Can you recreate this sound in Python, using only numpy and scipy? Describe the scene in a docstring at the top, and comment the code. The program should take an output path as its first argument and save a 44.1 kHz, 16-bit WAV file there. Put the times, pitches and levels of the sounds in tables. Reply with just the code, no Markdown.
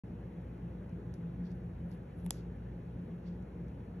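"""A tarantula lunges at a larva in a plastic tub of soil, close to a hand-held phone in a quiet room.
A light tick and one sharp tap ring the tub wall and leave a short room tail. Legs and larva scuff the
dry soil; faint handling ticks, rubs and a low bump of the hand come and go near the microphone.
Behind them lie a steady room rumble and an appliance's hum, all in the phone's stereo image."""
import sys
import numpy as np
from scipy import signal
from scipy.fft import rfft, irfft
from scipy.io import wavfile

SR = 44100
rng = np.random.default_rng(int(sys.argv[2]) if len(sys.argv) > 2 else 0)


def generate_wav(sig):
    """Save sig (samples, or channels by samples) to the path in sys.argv[1] as 16-bit PCM at SR."""
    pcm = np.round(np.clip(np.atleast_2d(sig).T, -1, 1) * 32767).astype(np.int16)
    wavfile.write(sys.argv[1], SR, pcm)


N = 176400
TIME_S = np.arange(N) / SR
FREQ_HZ = np.arange(N // 2 + 1) * SR / N


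def lunge():
    """Each tap is a hard click, a brief ring and thump of the tub, and a diffuse room tail."""
    # taps on the tub: start_s, click_db, tilt_db_per_octave, ring_db, best_excited_hz, thump_db
    taps = [(2.2627, -32.5, 18, -38.5, 1290, -52), (2.3064, -8.5, 1.5, -36.5, 2600, -56)]
    # spectrum of the click: frequency_hz, gain_db
    click_spectrum = [(450, -4.5), (820, 3.5), (1250, -6), (1700, -22.5), (2500, -19), (3350, 1.5),
                      (4100, -9.5), (4800, -4.5), (5900, -6.5), (7400, -1), (9300, -2), (11200, -3),
                      (12200, -19), (13500, -40)]
    # modes of the soil-damped tub: pitch_hz, level_db, t60_s
    tub_modes = [(780, 2.5, 0.0094), (2020, -3, 0.0036), (2870, -9, 0.0066), (3460, -1, 0.0067),
                 (4640, -5.5, 0.0036), (5420, 6, 0.0065)]
    # spectrum of the room tail: frequency_hz, gain_db
    tail_spectrum = [(150, -26), (500, 20), (1500, -28), (2500, 1.5), (4500, 4), (7000, 8.5), (9000, -8.5),
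                     (11000, 4), (12200, -10), (13000, -39)]
    contact_octaves = 1.11  # modes this far from the best excited pitch still ring
    click_floor_hz = 640  # the click and ring carry little sound below this
    thump_hz, tail_db, tail_side_db = 156.2, -21, -5.5
    clicks, ring, thump, tail = np.zeros((4, N))
    for start, click_db, tilt_db, ring_db, best_hz, thump_db in taps:
        age = TIME_S - start
        impulse = signal.unit_impulse(N, int(start * SR))
        clicks += undb(click_db) * tilt(impulse, tilt_db)
        for hz, db, t60_s in tub_modes:
            excited = np.exp(-(np.log2(hz / best_hz) / contact_octaves) ** 2)
            ring += excited * undb(ring_db + db) * fade(start, t60_s) * np.sin(2 * np.pi * hz * age)
        thump += undb(thump_db) * fade(start, t60_s=0.11) * np.sin(2 * np.pi * thump_hz * age)
        tail += undb(click_db + tail_db) * room_decay(start, t60_s=0.28)
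    diffuse = undb(tail_side_db) * tail * noise_pair(tail_spectrum)
    direct = wall_bending(low_cut(colour(clicks, click_spectrum) + ring, click_floor_hz))
    return stereo_image(direct + thump + tail * noise(tail_spectrum)) + diffuse


def wall_bending(x, delay_s=0.000535, at_hz=10000):
    """Bending waves in the plastic wall: the delay falls as one over the root of frequency."""
    turns = 2 * delay_s * np.sqrt(FREQ_HZ * at_hz)
    return irfft(rfft(x) * np.exp(-2j * np.pi * turns), N)


def soil_scuffs():
    """Larva and legs scuff the dry soil."""
    # scuffs: centre_s, half_length_s, level_db
    scuffs = [(1.92, 0.041, -75.5), (2.2, 0.042, -76.5), (2.257, 0.015, -71), (2.34, 0.05, -73)]
    # spectrum of a scuff: frequency_hz, gain_db
    spectrum = [(1500, 0), (4000, -4), (8000, -17), (10000, 5), (11300, 6), (12200, -9), (13200, -26)]
    return rustle(scuffs, spectrum)


def handling_ticks(tail_db=-9.5):
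    """Handling makes tiny sharp clicks, each with a faint room tail."""
    # handling ticks: start_s, level_db
    ticks = [(0.8945, -53.5), (1.1404, -40), (1.517, -50), (1.916, -48), (2.2015, -54), (3.425, -56),
             (3.683, -53.5)]
    # spectrum of a tick: frequency_hz, gain_db
    spectrum = [(1000, -8), (3000, -5.5), (4300, 0.5), (5400, 6), (6500, 1.5), (7600, -7.5), (8800, -11.5),
                (9900, 1.5), (10900, 2.5), (11800, -17.5), (13000, -41.5)]
    clicks, tail = np.zeros((2, N))
    for start, db in ticks:
        clicks[int(start * SR)] = undb(db)
        tail += undb(db + tail_db) * room_decay(start, t60_s=0.16)
    return stereo_image(colour(clicks, spectrum)) + tail * noise_pair(spectrum)


def tub_rubs(room_share=0.55):
    """Fingers and legs brush the tub, heard partly direct and partly by way of the room."""
    # brushes: centre_s, half_length_s, level_db
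    rubs = [(1.465, 0.025, -72.5), (1.515, 0.018, -76), (1.925, 0.018, -75), (2.38, 0.039, -70.5),
            (3.275, 0.014, -75), (3.295, 0.062, -79)]
    # spectrum of a rub, with the resonances of the tub wall: frequency_hz, gain_db
    spectrum = [(1000, -8.5), (2800, -4), (3450, 2.5), (3950, -1), (4600, 4.5), (5150, -1), (5550, -0.5),
                (6300, -8), (11000, -34), (13000, -30)]
    diffuse = swell(rubs) * noise_pair(spectrum)
    return np.sqrt(1 - room_share) * rustle(rubs, spectrum) + np.sqrt(room_share) * diffuse


def hand_bump():
    """The hand bumps the phone: a low thud right at the microphone."""
    # bump: centre_s, half_length_s, level_db
    bumps = [(1.76, 0.06, -48.5)]
    # spectrum of the bump: frequency_hz, gain_db
    spectrum = [(20, -20), (38, -8), (58, 6), (85, 2), (200, -37), (600, -81)]
    return rustle(bumps, spectrum)


def rustle(events, spectrum, grains_per_s=3500, spread_db=4.5):
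    """Dense friction grains close to the phone swell and die away with each movement."""
    grains = (rng.random(N) < grains_per_s / SR) * rng.standard_normal(N)
    grains *= undb(spread_db * rng.standard_normal(N))
    return stereo_image(swell(events) * unit(colour(grains, spectrum)))


def appliance_hum():
    """A steady hum with a beating drone that throbs in short swells."""
    # hum lines: pitch_hz, level_db, wavering_share
    hum_lines = [(57.87, -51.5, 0.25), (119.7, -52.5, .7), (344.6, -68, 0.39), (483.2, -71, 0.62),
                 (840, -79.5, 0.71), (1464, -85.5, 0.58), (1733, -88, 0.46), (2524, -91, 0.29)]
    # close pair of hum lines that beat, a motor and the mains: pitch_hz, level_db, wavering_share
    drone_lines = [(170.5, -55, 0.3), (178.1, -53.5, 0.3)]
    # swells of the drone: centre_s, half_length_s, level_db
    swells = [(.39, 0.043, -44.5), (.66, .03, -46.5), (.85, 0.02, -43.5), (.94, 0.037, -43),
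              (1.08, 0.021, -45), (1.255, 0.051, -40), (1.42, 0.055, -41), (1.53, 0.018, -39.5),
              (1.66, 0.026, -43), (1.87, 0.047, -46), (2.18, 0.028, -47), (2.27, 0.02, -37),
              (2.41, 0.053, -44), (3.01, .025, -47), (3.14, 0.04, -45.5), (3.3, 0.053, -45),
              (3.4, 0.015, -39.5), (3.61, 0.027, -41), (3.83, 0.021, -41.5), (3.985, 0.022, -46)]
    swell_hz, drift_hz, waver_hz = 171.3, 3.94, 5.7
    phase = 2 * np.pi * np.cumsum(swell_hz + drift_hz * waver(waver_hz)) / SR
    throb = swell(swells) * unit(np.sin(phase))
    return hum_tones(hum_lines, waver_hz) + hum_tones(drone_lines, waver_hz) + throb


def hum_tones(lines, waver_hz):
    """Hum lines that waver in level and phase."""
    tones = np.zeros(N)
    for hz, db, share in lines:
        swing = 1 + share * (waver(waver_hz) + 1j * waver(waver_hz))
        carrier = np.exp(2j * np.pi * (hz * TIME_S + rng.random()))
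        tones += undb(db) * unit((swing * carrier).real)
    return tones


def room_tone(rumble_db=-47, diffuse_db=-63):
    """Rumble and hum, centred in the bass, diffuse and leaning left in the middle range."""
    # rumble common to both channels: frequency_hz, gain_db
    rumble_spectrum = [(20, -34.5), (42, -22), (60, -5.5), (85, 1), (110, -1.5), (140, -2.5), (170, -1),
                       (215, -4), (300, -10.5), (480, -13.5), (650, -23.5), (900, -27), (1150, -33),
                       (1700, -32), (2600, -41), (3800, -48), (4900, -52.5), (6200, -56), (8500, -58.5),
                       (11200, -52), (12200, -61.5), (13200, -82)]
    # diffuse rumble, opposite in the two channels: frequency_hz, gain_db
    diffuse_spectrum = [(30, -25.5), (100, -13.5), (200, -5.5), (330, -3), (500, -1), (700, -4.5),
                        (1100, -9.5), (1800, -25.5), (2600, -20), (4000, -45.5), (6000, -56.5)]
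    # how much louder the room is on the left: frequency_hz, excess_db
    left_bias = [(60, .1), (170, .4), (330, 2.3), (650, 1.1), (1200, 0), (2500, .5), (5000, 0)]
    common = stereo_image(undb(rumble_db) * flicker(noise(rumble_spectrum)) + appliance_hum())
    side = undb(diffuse_db) * noise(diffuse_spectrum)
    stereo = common + np.array([side, -side])
    lean_db = curve_db(left_bias) / 2
    return irfft(rfft(stereo) * undb([lean_db, -lean_db]), N)


def flicker(x, depth_db=1.3, rate_hz=12):
    """Each third of an octave in the middle range wavers in level on its own."""
    edges_hz = np.geomspace(400, 4000, 11)
    spectrum = rfft(x)
    for low, high in zip(edges_hz, edges_hz[1:]):
        band = irfft(spectrum * (FREQ_HZ >= low) * (FREQ_HZ < high), N)
        gain = unit(undb(depth_db * waver(rate_hz)))
        x = x + band * (gain - 1)
    return x


def room_decay(start, t60_s, delay_s=0.0023):
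    """Envelope of a room tail, of energy 1, arriving just after the direct sound."""
    decay = fade(start + delay_s, t60_s)
    return decay / np.linalg.norm(decay)


def stereo_image(x):
    """The phone's stereo image: channels alike in the bass, the right shifted in phase in the treble."""
    # phase shift of the right channel: frequency_hz, phase_rad
    right_phase = [(0, 0), (2400, 0), (3400, 1.2), (4500, 1.8), (4950, 3.14), (5500, 5.9), (9050, 9.42),
                   (12400, 12.4)]
    shift = np.interp(FREQ_HZ, *np.array(right_phase).T)
    return np.array([x, irfft(rfft(x) * np.exp(-1j * shift), N)])


def undb(db):
    """Decibels to gain."""
    return 10 ** (np.asarray(db) / 20)


def unit(x):
    """Scale to rms 1."""
    return x / np.sqrt(np.mean(x ** 2))


def curve_db(points):
    """Join (frequency_hz, gain_db) points along a log frequency axis."""
    hz, db = np.array(points, float).T
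    return np.interp(np.log(FREQ_HZ + 1), np.log(hz), db)


def colour(x, spectrum):
    """Causal filter with the given spectrum; keeps the power of white noise."""
    gain = unit(undb(curve_db(spectrum)))
    cepstrum = irfft(np.log(gain), N)
    cepstrum[1:N // 2] *= 2  # fold to minimum phase
    cepstrum[N // 2 + 1:] = 0
    return irfft(rfft(x) * np.exp(rfft(cepstrum)), N)


def tilt(x, db_per_octave):
    """Tip the spectrum about 8 kHz."""
    octaves = np.log2(np.clip(FREQ_HZ, 1000, 12000) / 8000)
    return irfft(rfft(x) * undb(db_per_octave * octaves), N)


def low_cut(x, hz):
    """Second-order high-pass."""
    return signal.sosfilt(signal.butter(2, hz, "high", fs=SR, output="sos"), x)


def noise(spectrum):
    """Coloured noise of rms 1."""
    return unit(colour(rng.standard_normal(N), spectrum))


def noise_pair(spectrum):
    """Diffuse sound: independent noise in each channel."""
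    return np.array([noise(spectrum), noise(spectrum)])


def waver(hz):
    """Slow random motion of rms 1 with changes up to about hz."""
    return unit(irfft(rfft(rng.standard_normal(N)) / (1 + (FREQ_HZ / hz) ** 2), N))


def fade(start, t60_s):
    """Sudden onset and exponential decay."""
    age = TIME_S - start
    return (age >= 0) * np.exp(-np.log(1000) * np.maximum(age, 0) / t60_s)


def swell(events):
    """Level that rises and falls smoothly around each event."""
    return sum(undb(db) * np.exp(-((TIME_S - centre) / half) ** 2) for centre, half, db in events)


def scene():
    """The lunge and small movements close up, over the room tone."""
    return lunge() + handling_ticks() + tub_rubs() + soil_scuffs() + hand_bump() + room_tone()


def record(dry):
    """The sound fades in after a brief silence, with the deepest bass and top treble cut."""
    start_s, ramp_s, bottom_hz, top_hz = 0.036, 0.002, 22, 13300
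    fade_in = np.clip((TIME_S - start_s) / ramp_s, 0, 1)
    high_cut = signal.ellip(8, 0.2, 70, top_hz, fs=SR, output="sos")
    return signal.sosfilt(high_cut, low_cut(dry, bottom_hz) * fade_in)


dry = scene()
out = record(dry)
generate_wav(out)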